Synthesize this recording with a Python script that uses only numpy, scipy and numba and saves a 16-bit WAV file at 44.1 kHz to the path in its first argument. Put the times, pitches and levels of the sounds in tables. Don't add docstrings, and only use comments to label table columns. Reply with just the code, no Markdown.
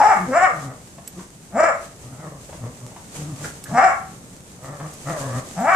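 import sys
import numpy as np
from scipy import signal
from scipy.fft import rfft, irfft
from scipy.io import wavfile
from scipy.ndimage import uniform_filter1d
from numba import njit

SR = 44100
rng = np.random.default_rng(int(sys.argv[2]) if len(sys.argv) > 2 else 0)


def volts_from_db(level):
    exponent = np.asarray(level, float) / 20
    return 10 ** exponent


def inscribe(sig):
    pcm = np.round(np.clip(np.atleast_2d(sig).T, -1, 1) * 32767)
    wavfile.write(sys.argv[1], SR, pcm.astype(np.int16))


N = 253575
TIME = np.arange(N) / SR


def unit(x):
    return x / np.sqrt(np.mean(x ** 2))


@njit
def svf(x, hz, width_hz):
    out, band_state, low_state = np.empty(len(x)), 0., 0.
    for i in range(len(x)):
        g, k = np.tan(np.pi * hz[i] / SR), width_hz / hz[i]
        v = (band_state + g * (x[i] - low_state)) / (1 + g * (g + k))
        band_state = 2 * v - band_state
        low_state += 2 * g * v
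        out[i] = k * v
    return out


def band(x, hz, width_hz):
    hz = hz + np.zeros(N)
    once = svf(x, hz, 1. * width_hz)
    return svf(once, hz, 1. * width_hz)


def resonate(x, modes):
    total = 0
    for k, (hz, width_hz, db) in enumerate(modes):
        total = total + (-1) ** k * volts_from_db(db) * band(x, hz, width_hz)
    return unit(total)


def shape(x, points, power=1.0):
    hz, db = np.transpose(points)
    log_f = np.log(np.arange(N // 2 + 1) * SR / N + 1)
    gain = volts_from_db(power * np.interp(log_f, np.log(hz), db))
    return irfft(rfft(x) * gain, N)


def walk(rate_hz):
    k = int(SR / rate_hz)
    held = np.repeat(rng.standard_normal(N // k + 1), k)
    return 1.3 * uniform_filter1d(held, k)[:N]


def swells(start_s, hold_s, db, rise_db_s, fall_db_s):
    coarse = TIME[::32]
    t = coarse - start_s[:, None]
    rise = rise_db_s * np.minimum(t, 0)
    fall = fall_db_s * np.maximum(t - hold_s[:, None], 0)
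    rows = db[:, None] + rise - fall
    return np.interp(TIME, coarse, rows.max(axis=0))


@njit
def folds(hz, rough, chance, jitter, shimmer):
    pulses, phase, p, k = np.zeros(len(hz) + 1), np.empty(len(hz)), 0., 0
    for i in range(len(hz)):
        step = hz[i] * np.exp(jitter * rough[i] * chance[k, 0]) / SR
        p += step
        if p >= 1:
            p, k = p - 1, k + 1
            size = np.exp(shimmer * rough[i] * chance[k, 1]) / np.sqrt(step)
            pulses[i] += size * p / step
            pulses[i + 1] += size * (1 - p / step)
        phase[i] = p
    return pulses[:-1], phase


def larynx(hz, rough, jitter, shimmer):
    chance = np.clip(rng.standard_normal((N // 40, 2)), -2, 2)
    pulses, phase = folds(hz, rough, chance, jitter, shimmer)
    breath = unit(np.exp(-phase / 4.8) * rng.standard_normal(N))
    tone = np.sqrt(2) * np.sin(2 * np.pi * phase)
    return pulses + rough * breath, breath, tone


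def barks():
    # mouth resonance jaw shut f/Hz, jaw open f/Hz, least roughness (0-1)
    jaws = [(850, 800, .33), (520, 745, .13), (650, 630, .22), (745, 742, .22), (730, 770, .18)]
    # f/Hz, width/Hz, relative level/dB
    throat = [(1213, 260, 10), (1780, 700, -1.5), (2338, 200, -2.5), (2687, 250, -17)]
    # f/Hz, width/Hz, mean level re mouth/dB
    rasp_bands = [(5485, 1200, -27), (7310, 1020, -27.5)]
    which, hz, level_db, upper_db, age_s = bark_controls()
    hz = hz * (1 + .01 * walk(40))
    level_db = uniform_filter1d(level_db, SR // 200)
    shut_hz, open_hz, rough = np.array(jaws)[which].T
    rough = rough * np.clip(300 / hz, 1, 1.7)
    source, breath, tone = larynx(hz, rough, jitter=.13, shimmer=1.1)

    jaw = np.clip((hz - 250) / 90, 0, 1)
    mouth_hz = shut_hz + jaw * (open_hz - shut_hz)
    mouth = unit(band(source, mouth_hz, 246.0))
    modes = [(f * (1 + 0.048 * (jaw - 1)), width_hz, db) for f, width_hz, db in throat]
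    upper = volts_from_db(upper_db) * resonate(source, modes)
    rasp = 0
    for f, width_hz, db in rasp_bands:
        rasp = rasp + volts_from_db(db + 3.05 * walk(44.56)) * unit(band(breath, f, width_hz))

    chest_db = np.minimum(level_db, -27)
    chest_db = chest_db - 0.29 * np.clip(hz - 250, 0, None) - 200 * np.clip(age_s - .05, 0, None)
    return volts_from_db(level_db - 1.5) * (mouth + upper + rasp) + volts_from_db(chest_db) * tone


def bark_controls():
    # t/s, mean pitch f/Hz, mouth level/dB (before smoothing and trim), upper throat re mouth/dB
    contours = [
        [(0.0, 271.6, -2, -23), (0.024, 295, -14.5, -9.5), (0.042, 410.4, -10, -11.5),
         (0.098, 447.7, -13.5, -9), (0.12, 377.4, -12, -5), (0.152, 273.6, -22, -4), (0.2, 205.7, -35.5, 7)],
        [(0.29, 250, -27.5, -29), (0.336, 273.9, -22, 1), (0.378, 364.5, -9.5, -9), (0.396, 349.5, -28.5, 12),
         (0.43, 379.3, -10, -6), (0.45, 374.3, -17, 6), (0.486, 272.1, -29, 4.5), (0.52, 232.7, -37.5, 8)],
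        [(1.53, 174.6, -41, -8), (1.564, 227.6, -19, -13.5), (1.594, 314, -19, -0.5), (1.608, 315.5, -5.5, -14),
         (1.62, 324.9, -34.5, 8.5), (1.636, 334.8, -7.5, -8), (1.674, 317.9, -27, 8), (1.692, 265.6, -16, -6),
         (1.73, 211.8, -39, 10.5)],
        [(3.7, 151.8, -44.5, -8), (3.742, 227, -23.5, -10.5), (3.79, 254.7, -10, -3.5),
         (3.818, 304.9, -19, 2.5), (3.838, 379.3, -11, -4), (3.872, 374, -15.5, -6.5), (3.898, 282.1, -21, 1.5),
         (3.93, 273.1, -31.5, 7)],
        [(5.582, 165.4, -27, -9), (5.614, 230.3, -26, -11.5), (5.664, 288.3, -16.5, -9.5),
         (5.69, 348.5, -11.5, -5), (5.72, 388.4, -23.5, 7.5), (5.75, 381.5, -15.5, 5)],
    ]
    onset_db_s, close_db_s = 695, 233
    start, end = np.array([(b[0][0], b[-1][0]) for b in contours]).T
    which = np.searchsorted(start[1:], TIME + .03)
    s, *columns = np.vstack(contours).T
    inside = np.clip(TIME, start[which], end[which])
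    hz, db, upper_db = (np.interp(inside, s, c) for c in columns)
    before_s = np.clip(start[which] - TIME, 0, None)
    after_s = np.clip(TIME - end[which], 0, None)
    level_db = db - onset_db_s * before_s - close_db_s * after_s
    return which, hz, level_db, upper_db, TIME - start[which]


def growls():
    voice = [(0.169, 0.11, 205.9, 139.6, -33.5, -63), (0.547, 0.18, 150.1, 139.6, -36, -43),
             (1.172, 0.021, 175.8, 185.4, -40, -51.5), (2.053, 0.099, 117.5, 128.2, -38.5, -50.5),
             (2.197, 0.08, 151.3, 166.4, -38.5, -42.5), (2.323, 0.043, 135.1, 124.8, -41.5, -45.5),
             (2.555, 0.065, 141.6, 125.4, -42.5, -53), (2.635, 0.043, 123.8, 122.9, -33, -43.5),
             (2.831, 0.036, 129.1, 131.8, -38, -51.5), (3.19, 0.1575, 156.8, 137, -32, -50.5),
             (3.403, 0.05, 152.6, 156.4, -35, -46), (3.693, 0.0547, 126.8, 148.8, -30, -42.5),
             (4.651, 0.1, 134.7, 145.5, -38, -40), (4.81, 0.052, 153.7, 164.9, -32, -40),
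             (5.07, 0.0496, 139.8, 186.2, -30.5, -35.5), (5.12, 0.058, 151.7, 149.9, -52, -35.5),
             (5.214, 0.18, 132, 128, -30.5, -37)]
    # f/Hz, width/Hz, relative level/dB
    throat = [(543, 348, 4.5), (1130, 246, 2), (1683, 350, -5)]
    # t/s, mean factor on its resonances
    lip_shape = [(2.05, 1.1), (2.2, 1.2), (2.33, 0.98), (4.63, 1.103), (4.75, 0.98), (4.85, 1.09),
                 (5.09, 1.077), (5.2, 0.93), (5.4, 1.06)]
    rise_db_s, fall_db_s, slowest_mouth_rise_db_s = 600, 382, 260
    start, hold, first_hz, last_hz, chest_db, mouth_db = np.transpose(voice)
    knots_s = np.ravel([start, start + hold], order="F")
    hz = np.interp(TIME, knots_s, np.ravel([first_hz, last_hz], order="F"))
    hz = hz * (1 + .05 * walk(30))
    chest_db = swells(start, hold, chest_db, rise_db_s, fall_db_s)
    mouth_rise_db_s = slowest_mouth_rise_db_s * np.maximum(1, volts_from_db(2.5 * (mouth_db[:, None] + 40)))
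    mouth_db = swells(start, hold, mouth_db, mouth_rise_db_s, fall_db_s)
    source, breath, tone = larynx(hz, np.full(N, .2), jitter=.3, shimmer=1.4)

    lips = np.interp(TIME, *np.transpose(lip_shape)) * (1 + .03 * walk(20))
    modes = [(f * lips, width_hz, db + 0.36 * k * (mouth_db + 38.5))
             for k, (f, width_hz, db) in enumerate(throat)]
    overtone = volts_from_db(-8.5) * unit(band(source, 2 * hz, 94.0))
    chest = volts_from_db(chest_db + 2.2 * walk(40)) * (tone + overtone)
    rattle = resonate(source + .15 * breath, modes)
    return chest + volts_from_db(mouth_db + 1.2 * walk(40)) * rattle


def whine():
    # t/s, mean pitch f/Hz, mean level/dB
    calls = [
        [(5.13, 660, -28.5), (5.165, 612, -31), (5.21, 545.7, -34.5), (5.39, 540.5, -41)],
    ]
    s, pitch_hz, level_db = np.vstack(calls).T
    hz, db = np.interp(TIME, s, pitch_hz), np.interp(TIME, s, level_db)
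    is_open = sum((TIME >= c[0][0] - .01) & (TIME <= c[-1][0] + .01) for c in calls) > 0
    gate = uniform_filter1d(1. * is_open, SR // 50, mode="nearest")
    cycles = np.cumsum(hz * (1 + 0.01001 * walk(50))) / SR
    return gate * volts_from_db(db + 2 * walk(27)) * np.sin(2 * np.pi * cycles)


def huffs():
    # t/s, peak level of the mouth noise/dB, mouth resonance f/Hz
    puffs = [(0.979, -40, 680), (1.19, -42, 1150), (2.489, -39, 609.8), (2.525, -37, 700),
             (2.655, -40, 564), (2.913, -44, 690), (2.96, -38, 820), (3.44, -33, 1485), (3.655, -42, 1600),
             (4.797, -38, 1100)]
    s, peak_db, hz = np.transpose(puffs)
    which = np.clip(np.searchsorted(s, TIME) - 1, 0, None)
    u = np.clip((TIME - s[which]) / 0.0064, 0, 30)
    puff = volts_from_db(peak_db[which]) * u * np.exp(1 - u)
    air = rng.standard_normal(N)
    mouth = unit(band(air, hz[which], 540.0))
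    teeth = volts_from_db(-15) * unit(band(air, 1440.0, 2000.0))
    return puff * (mouth + teeth)


def paws():
    # t/s, length/s, mean level/dB
    scuffs = [(0.623, 0.023, -42.5), (1.207, 0.012, -44), (1.82, 0.04, -43.5), (2.016, 0.028, -46),
              (3.166, 0.063, -38), (3.447, 0.0099, -37.5), (5.19, 0.025, -40.5), (5.39, 0.0072, -39.5)]
    # t/s, mean level/dB
    rustle = [(0, -39.5), (.5, -45.5), (.8, -48), (2.45, -47.5), (3.3, -44.5), (3.7, -40.5), (4.3, -50.5),
              (4.95, -43.5), (5.1, -39), (5.75, -40)]
    # f/Hz, relative density/dB per Hz
    grass = [(500, 12.5), (1500, 1.5), (3500, -0.5), (5500, 0.5), (6300, 4), (8100, 0.5), (10500, -8.5),
             (14600, -18)]
    start, length, db = np.transpose(scuffs)
    scuff_db = swells(start, length, db, rise_db_s=144, fall_db_s=225)
    rustle_db = np.interp(TIME, *np.transpose(rustle))
    level = np.hypot(volts_from_db(scuff_db), volts_from_db(rustle_db))
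    grain_size = rng.standard_normal(N) * volts_from_db(2.5 * rng.exponential(size=N))
    grains = (rng.random(N) < 1500 / SR) * grain_size
    flutter_db = 1.4 * walk(22)
    hiss = volts_from_db(7.0) * rng.standard_normal((2, N))
    return level * volts_from_db(flutter_db) * unit(shape(unit(grains) + hiss, grass))


def tags():
    # t/s, tick level/dB, ring level/dB
    knocks = [(1.0765, -27, -32.5), (3.6396, -25, -38.5), (4.634, -75, -49.5), (4.9375, -32.5, -59),
              (5.6037, -64, -43)]
    # f/Hz, relative level/dB, t60/s
    modes = [(7870, 7.5, 0.015), (10600, -27, 0.036), (12020, -6, 0.086)]
    out, t = np.zeros(N), TIME[:6000]
    ring = sum(volts_from_db(db - 60 * t / t60_s) * np.sin(2 * np.pi * f * t) for f, db, t60_s in modes)
    for s, tick_db, ring_db in knocks:
        noise = np.diff(uniform_filter1d(rng.standard_normal(len(t) + 1), size=3))
        tick = noise * np.exp(-t / 0.0051)
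        first = int(s * SR)
        out[first:first + len(t)] += volts_from_db(tick_db) * tick + volts_from_db(ring_db) * ring
    return out


@njit
def fences(x, lags, gain, damp):
    line, soft, out = np.zeros((8, 4096)), np.zeros(8), np.zeros((2, len(x)))
    for i in range(len(x)):
        total = 0.
        for k in range(8):
            soft[k] += (1 - damp) * (gain[k] * line[k, (i - lags[k]) & 4095] - soft[k])
            total += soft[k]
            out[k % 2, i] += soft[k]
        for k in range(8):
            line[k, i & 4095] = x[i] + soft[k] - total / 4
    return out


def yard():
    # f/Hz, relative density/dB per Hz
    air_colour = [(33, -42), (45, -10.5), (151, 3.5), (480, -12.5), (2740, -32.5), (8140, -27),
                  (14600, -43.5)]
    air = unit(shape(rng.standard_normal((2, N)), air_colour))
    swell_db, waver_db = 1.2 * walk(3.5), 4 * walk(8)
    bass = volts_from_db(-16.0 + waver_db) * unit(band(rng.standard_normal(N), 73.0, 70.0))
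    return volts_from_db(-42.5) * (volts_from_db(swell_db) * air + bass)


def scene():
    # left delay t/s, right delay t/s, level/dB
    slaps = [(.012, 0.013, -4.5), (.035, 0.029, -7), (.061, 0.066, -10.5)]
    wall_bass_hz = 285
    undamped_t60_s, damp, wet_db = 0.43, 0.23, -9
    dogs = barks() + growls() + whine() + huffs()
    out = np.array([np.interp(TIME - .00004, TIME, dogs), dogs])
    echo = signal.sosfilt(signal.butter(2, wall_bass_hz, "high", fs=SR, output="sos"), dogs)
    for left_s, right_s, db in slaps:
        slap = [np.interp(TIME - lag_s, TIME, echo, left=0) for lag_s in (left_s, right_s)]
        out = out + volts_from_db(db) * np.array(slap)
    lags = rng.integers(700, 2600, size=8)
    gain = volts_from_db(-60 * lags / SR / undamped_t60_s)
    tail = fences(echo + 1e-18, lags, gain, damp)
    return out + volts_from_db(wet_db) * tail + tags() + paws() + yard()


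def low_pass(x):
    return signal.sosfilt(signal.butter(12, 14700, fs=SR, output="sos"), x)


def record(dry):
    # f/Hz, side gain/dB
    width = [(130, -15), (500, -9.5), (1200, 2), (4000, 1)]
    # f/Hz, relative gain/dB
    port_colour = [(600, 1), (1200, 4), (2200, -0.5), (4500, 6.5), (8000, -7)]
    mid = (dry[0] + dry[1]) / 2
    side = shape((dry[0] - dry[1]) / 2, width)
    left = shape(mid + side, port_colour, 0.16)
    right = shape(mid - side, port_colour, -0.88)
    mix = 1.354 * np.tanh(np.array([left, right]) / 1.254)
    return low_pass(mix)


dry = scene()
out = record(dry)
inscribe(out)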